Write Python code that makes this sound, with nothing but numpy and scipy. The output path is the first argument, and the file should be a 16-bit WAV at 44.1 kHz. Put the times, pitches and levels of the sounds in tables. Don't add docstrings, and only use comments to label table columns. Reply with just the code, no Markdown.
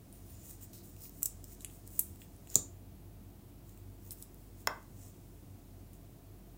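import sys
import numpy as np
from scipy import signal
from scipy.fft import rfft, irfft
from scipy.io import wavfile
from scipy.ndimage import uniform_filter1d

SR = 44100
rng = np.random.default_rng(int(sys.argv[2]) if len(sys.argv) > 2 else 0)


def persist_wave(psi):
    counts = np.round(np.clip(psi, -1, 1) * 32767).astype(np.int16)
    wavfile.write(sys.argv[1], SR, np.atleast_2d(counts).T)


N = 290089

# f/Hz, relative density/dB
ROOM_TONE = [(65, -33), (110, -0.5), (125, -2), (200, -7), (330, -9.5), (440, -15), (520, -19), (660, -19),
             (900, -24), (1540, -31), (3200, -33.5), (5800, -35.5), (10500, -33.5), (12600, -31.5),
             (15700, -27)]
# f/Hz, width/Hz, level/dB, depth of wavering
FAN_TONES = [(47.4, 5.4, -58.5, 0.39), (78, 12, -64.5, 1.43), (95.7, 10, -58, .9), (198.3, 14, -68.5, 1.1),
             (281.9, 14, -69.5, 1.1), (344.5, 7.3, -71, 1.1), (684, 58.6, -77, 1.5)]
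# t/s, level/dB
SLEEVE_LEVELS = [(0, -77), (.3, -70.5), (1.3, -71), (2.5, -74), (2.8, -86), (3.6, -84), (4.3, -76),
                 (5.3, -75), (6.6, -86)]
# t/s of most pressure, rise/s, fall/s, level/dB, spot f/Hz, spread/octaves,
# hiss against rub/dB
STROKES = [(.135, .013, 0.095, -67.5, 9500, .1, 2.5), (.31, 0.049, .044, -65.5, 9500, 0.074, 5),
           (.35, 0.042, 0.21, -67.5, 7040, 0.073, -8), (.50, 0.073, 0.05, -57.5, 8250, 0.47, 2.5),
           (.631, 0.02, 0.023, -56.5, 7700, 0.26, 3.5), (.74, 0.01, .06, -60, 7000, 0.83, 3),
           (.79, .04, 0.049, -68, 4430, 0.28, -9), (.845, 0.013, .096, -66.5, 8000, 0.53, 5),
           (1.045, 0.048, 0.038, -59, 6850, 0.73, 6.5), (1.19, 0.061, 0.12, -66.5, 8200, .37, 5.5),
           (1.45, 0.017, .013, -72, 7500, .4, 7), (1.529, 0.055, .026, -61.5, 8000, .48, 3),
           (1.621, .02, 0.017, -58.5, 8350, 0.69, -4), (1.74, .06, .054, -67, 8350, .33, 4.5),
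           (1.875, 0.014, .015, -62, 8500, .52, -1.5), (1.95, 0.051, 0.17, -60.5, 8300, .45, 4),
           (2.003, .008, .008, -61, 3500, .8, -5), (2.219, .025, .038, -65, 7850, .25, 2.5),
           (2.528, 0.037, 0.075, -55.5, 6970, .15, -2), (3.69, .03, .06, -71.5, 7460, .27, 3),
           (3.78, .022, .038, -79, 7800, 0.33, 7), (4.069, .051, 0.034, -68, 7220, 0.44, 7),
           (4.12, 0.01, 0.015, -53.5, 9300, 0.47, 6), (4.226, 0.065, 0.021, -63.5, 9000, 0.65, 4),
           (4.42, .052, .085, -80, 8500, .4, 9), (4.615, 0.044, .022, -68, 8120, .55, 3),
           (5.041, 0.071, 0.072, -61.5, 7550, 0.42, -3), (5.94, .0099, .03, -69, 8000, .49, -3)]
# f/Hz, relative density/dB
SKIN_SPECTRUM = [(5290, -37.5), (9000, -7.5), (11800, -12.5), (15100, 4), (16200, -11), (16400, -16.5),
                 (16500, -64)]
# f/Hz, level/dB, t60/s
TUBE_MODES = [(1200, -5.5, 0.0094), (1760, -4.5, 0.0033), (2660, 0.5, 0.006), (3400, -3, 0.0065),
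              (3990, -4.5, 0.0066), (4880, -2.5, .006), (5510, -2.5, 0.0037), (6300, -4.5, 0.0055),
              (6840, -4.5, 0.008), (7273, -2, .007), (8010, -7.5, 0.015), (8300, -14.5, 0.015),
              (8500, -2.5, .008), (9370, -5, 0.014), (10200, -9.5, 0.019), (11240, 0.5, 0.0065),
              (12200, -6, 0.0028), (12250, -7.5, 0.011), (12930, -9.5, 0.0053), (12910, -19.5, 0.0047),
              (14400, -5.5, 0.006956), (14045, -2, 0.01), (14950, -6, .0055), (15960, -1, .007)]
# t/s, level/dB, spot f/Hz, spread/octaves, thin rim/dB, hollow barrel/dB, barrel f/Hz
TUBE_KNOCKS = [(.1268, -43.5, 9550, .12, -12, -18, 4500), (.6126, -52, 7700, .3, -13, -5, 2620),
               (.7330, -41, 8050, .42, 1.5, -3, 3500), (.965, -47, 7730, .3, -7, -4, 3000),
               (1.0194, -45, 7400, .39, -6, -8, 3500), (1.055, -44, 5600, .34, 8.5, 4, 2800),
               (1.0945, -39.5, 6500, .37, 1.5, -15, 4000), (1.2236, -31.5, 10300, .4, -7, -2, 1700),
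               (1.2304, -13, 7400, 0.38, -0.5, -22, 3670), (1.2343, -31, 15000, .2, 0, -30, 3500),
               (1.2576, -15.5, 7050, 0.26, -6, -24, 4200), (1.2605, -21, 8000, .45, -12, -24, 2800),
               (1.4417, -35.5, 7150, .48, -1, -15, 4300), (1.521, -52, 4700, .4, -2.5, 5, 2200),
               (1.549, -44, 7860, .23, -3, -19, 4000), (1.607, -43, 8690, .37, -14, -3.5, 3100),
               (1.6468, -27, 8180, 0.36, -16, -11, 2800), (1.699, -47, 7500, .4, -36, 10, 2600),
               (1.8757, -36.5, 9660, .37, -6, -7, 4800), (1.9927, -8, 11000, 0.58, -8, -27, 3320),
               (1.9942, -15, 11500, 0.27, -8, -24.5, 1800), (1.9956, -17, 8700, 0.42, -6, -23, 3300),
               (2.159, -46.5, 9050, .44, 0, -6, 4000), (2.218, -42.5, 7500, .27, -1, 12, 2700),
               (2.3636, -49, 9100, .32, -19, -10, 3500), (2.473, -49.5, 7450, .25, -7, -3, 3000),
               (2.5005, -37, 6920, .42, -5, -25, 4500), (2.5445, -32, 7000, .19, -17, -33, 4000),
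               (2.5558, -6, 7033, .11, -20.5, -24.5, 4118), (3.694, -46, 7300, .4, 0, -12, 3500),
               (3.775, -49, 7700, .42, -1, 1, 2500), (4.1081, -29.5, 8700, .54, -5, -5, 4800),
               (4.2247, -32.5, 9400, .6, -11.5, -8.5, 4600), (4.3441, -44, 10400, .48, 5.5, -14, 3500),
               (4.828, -51, 7100, .16, -8, -17.5, 4000), (5.933, -47, 8700, .48, -4, -8, 3500)]
# t/s, level/dB
WAND_POPS = [(2.5605, -28)]
# f/Hz, level/dB, t60/s
POCKET_MODES = [(129.2, -6.5, 0.049), (235.7, 1.5, 0.022), (420.6, -1.5, 0.0197), (624, -9.5, 0.023),
                (910, -16, .02), (1201, -11.5, .02)]
# t/s, level/dB, contact/s
LANDINGS = [(4.6725, -15, .00003), (4.6744, -27, .00003)]
# f/Hz, level/dB, t60/s
TABLE_MODES = [(450, -8, 0.02), (525, -9, 0.026), (623, -4, 0.02), (896, -2, 0.022), (1134, 0, 0.019),
               (1510, 2, 0.012), (1800, -5, 0.02), (2035, -6, 0.028), (2630, -11.5, 0.017),
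               (3270, -10, 0.017), (4360, -13.5, 0.0075), (4700, -15, 0.0075), (5430, -1, 0.017),
               (6350, -14, 0.022), (6930, -4, 0.011), (8200, -15, .005), (9540, -11.5, 0.0083),
               (11460, -8, 0.0064), (11600, -10, 0.0076), (13340, -9, 0.01), (15250, -18, .005),
               (15100, -1, 0.0034)]
# f/Hz, t60/s, relative level/dB
ROOM_DECAY = [(250, 0.28, 2), (1000, 0.33, 3.5), (2200, .32, -2), (4000, .26, -2), (8120, 0.25, -4),
              (15000, 0.14, 0)]
CODER_TREBLE_CUT = [(0, 0), (15800, 0), (15950, -21), (16450, -21), (16850, -40), (22050, -80)]

CRACK_T60_S = .0052
FIRST_WALL_S = .0085


def gain_of(db):
    return 10 ** (np.asarray(db) / 20)


def unit_rms(x):
    return x / np.sqrt(np.mean(x ** 2) + 1e-20)


def curve_at(points, hz):
    f, value = np.transpose(points)
    return np.interp(np.log(hz + 1), np.log(f + 1), value)


def add(mix, s, sound):
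    part = mix[round(s * SR):][:len(sound)]
    part += sound[:len(part)]


def tint(x, gain):
    return unit_rms(irfft(rfft(x) * gain(np.fft.rfftfreq(len(x), 1 / SR)), len(x)))


def bell_db(hz, centre_hz, octaves):
    return -6 * (np.log2((hz + 1) / centre_hz) / max(octaves, .05)) ** 2


def ring(modes, contact_s, weight_db=0, detune=0, damped_db=-6):
    hz, db, t60 = np.transpose(modes)[:, :, None]
    t = np.arange(4096) / SR
    sign = (-1.) ** np.arange(len(modes))[:, None]
    hz = hz * (1 + detune * rng.standard_normal((len(modes), 1)))
    fade = gain_of(-60 * t / t60)
    fade += gain_of(damped_db - 60 * t / (.26 * t60))
    sound = (sign * gain_of(db + weight_db) * fade * np.sin(2 * np.pi * hz * t)).sum(0)
    sound *= (1 - np.exp(-t / contact_s)) ** 2
    return sound / abs(sound).max()


def room_tone_and_fan(air_db=-57.5):
    out = gain_of(air_db) * tint(rng.standard_normal(N), lambda hz: gain_of(curve_at(ROOM_TONE, hz)))
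    t = np.arange(N) / SR
    for hz, width, db, waver in FAN_TONES:
        pole = np.exp(-np.pi * width / SR)
        sway = rng.standard_normal(N) + 1j * rng.standard_normal(N)
        for _ in range(2):
            sway = signal.lfilter([1], [1, -pole], sway)
        tone = sway * abs(sway) ** (waver - 1) * np.exp(2j * np.pi * hz * t)
        out += gain_of(db) * unit_rms(tone.real)
    return out


def sleeve_rustle():
    s, db = np.transpose(SLEEVE_LEVELS)
    cloth = tint(rng.standard_normal(N), lambda hz: gain_of(bell_db(hz, centre_hz=7300, octaves=.63)))
    return cloth * gain_of(np.interp(np.arange(N) / SR, s, db))


def skin_slides(far_modes_db=-13.5):
    out = np.zeros(N)
    for s, rise, fall, db, spot_hz, spread, hiss_db in STROKES:
        def rubbed_tube(hz):
            modes = sum(gain_of(mode_db) / np.hypot(1, (hz - f) / 250) for f, mode_db, _ in TUBE_MODES)
            return modes * gain_of(np.maximum(bell_db(hz, spot_hz, spread), far_modes_db))
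        t = np.arange(-2 * rise, 2.5 * fall, 1 / SR)
        pressure = np.exp(-(t / np.where(t < 0, rise, fall)) ** 2)
        rub_noise, hiss_noise, grit_noise = rng.standard_normal((len(t), 3)).T
        grit = gain_of(2.5 * unit_rms(uniform_filter1d(grit_noise, 90)))
        rub = tint(rub_noise, rubbed_tube)
        hiss = gain_of(hiss_db) * tint(hiss_noise, lambda hz: gain_of(curve_at(SKIN_SPECTRUM, hz)))
        add(out, s + t[0], gain_of(db) * (rub + hiss) * pressure * unit_rms(grit))
    return out


def tube_clicks(contact_s=.00015, crack_db=-2, chatter_db=-6.5, chatter_t60_s=.023):
    out, t = np.zeros(N), np.arange(1024) / SR
    mode_hz = np.array(TUBE_MODES)[:, :1]
    for s, db, spot_hz, spread, rim_db, barrel_db, barrel_hz in TUBE_KNOCKS:
        def drive(hz):
            spot = gain_of(np.maximum(bell_db(hz, spot_hz, spread), np.where(hz > 5000, -25, -60)))
            rim = gain_of(rim_db) * (hz > 12000)
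            barrel = gain_of(barrel_db + bell_db(hz, barrel_hz, octaves=.48))
            return spot + rim + barrel
        crack_noise, slip_noise = rng.standard_normal((len(t), 2)).T
        drive_db = 20 * np.log10(drive(mode_hz))
        knock = ring(TUBE_MODES, contact_s, drive_db, detune=.00694, damped_db=11)
        crack_shape = gain_of(crack_db - 60 * t / CRACK_T60_S) * (1 - np.exp(-t / contact_s))
        add(knock, 0, tint(crack_noise, drive) * crack_shape)
        slips = slip_noise * gain_of(-60 * t / chatter_t60_s)
        chatter = signal.fftconvolve(knock, slips / np.linalg.norm(slips))[:len(knock)]
        add(out, s, gain_of(db) * (knock + gain_of(chatter_db) * chatter))
    return out


def wand_pop():
    out = np.zeros(N)
    for s, db in WAND_POPS:
        add(out, s, gain_of(db) * ring(POCKET_MODES, contact_s=.00071))
    return out


def table_knock(crack_db=-13):
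    out, t = np.zeros(N), np.arange(1024) / SR
    for s, db, contact_s in LANDINGS:
        add(out, s, gain_of(db) * ring(TABLE_MODES, contact_s))
        add(out, s, gain_of(db + crack_db - 60 * t / CRACK_T60_S) * rng.standard_normal(len(t)))
    return out


def body_scatter(x, t60_s=.014):
    t = np.arange(1024) / SR
    cloud = rng.standard_normal(len(t)) * gain_of(-60 * t / t60_s) * (t > .0006)
    return signal.oaconvolve(x, cloud / np.linalg.norm(cloud))[:N]


def bedroom_reverb(x):
    taps, slots = np.zeros(SR // 2), np.arange(0, SR // 2 - 20, 20)
    taps[slots + rng.integers(0, 20, len(slots))] = rng.choice([-1., 1.], len(slots))
    taps *= np.arange(len(taps)) > FIRST_WALL_S * SR
    hz, t, bands = signal.stft(taps, SR, nperseg=256)
    t60 = curve_at(np.array(ROOM_DECAY)[:, [0, 1]], hz)[:, None]
    db = curve_at(np.array(ROOM_DECAY)[:, [0, 2]], hz)[:, None]
    tail = signal.istft(bands * gain_of(db - 60 * t / t60), SR, nperseg=256)[1]
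    return signal.oaconvolve(x, tail / np.linalg.norm(tail))[:N]


def scene(scatter_db=-15, wall_db=-19, reverb_db=-10.5, beam_hz=3850, room_treble_db=-6.5):
    hands = tube_clicks() + skin_slides() + sleeve_rustle()
    table = table_knock()
    pop = wand_pop()
    direct = hands + pop + table
    table_lows = signal.sosfilt(signal.butter(2, beam_hz, fs=SR, output="sos"), table)
    into_room = hands + pop + table_lows + gain_of(room_treble_db) * (table - table_lows)
    scatter = gain_of(scatter_db) * body_scatter(direct)
    wall = gain_of(wall_db) * np.roll(hands, round(FIRST_WALL_S * SR))
    reverb = gain_of(reverb_db) * bedroom_reverb(into_room)
    return (direct + scatter + wall + reverb + room_tone_and_fan())[None]


def record(dry, band_limit_hz=16950):
    hz = np.linspace(0, SR / 2, 513)
    treble_cut = signal.firwin2(511, hz, gain_of(curve_at(CODER_TREBLE_CUT, hz)), fs=SR)
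    band_limit = signal.firwin(511, band_limit_hz, window=("kaiser", 9), fs=SR)
    shelved = signal.oaconvolve(dry, treble_cut[None], "same")
    return signal.oaconvolve(shelved, band_limit[None], "same")


dry = scene()
out = record(dry)
persist_wave(out)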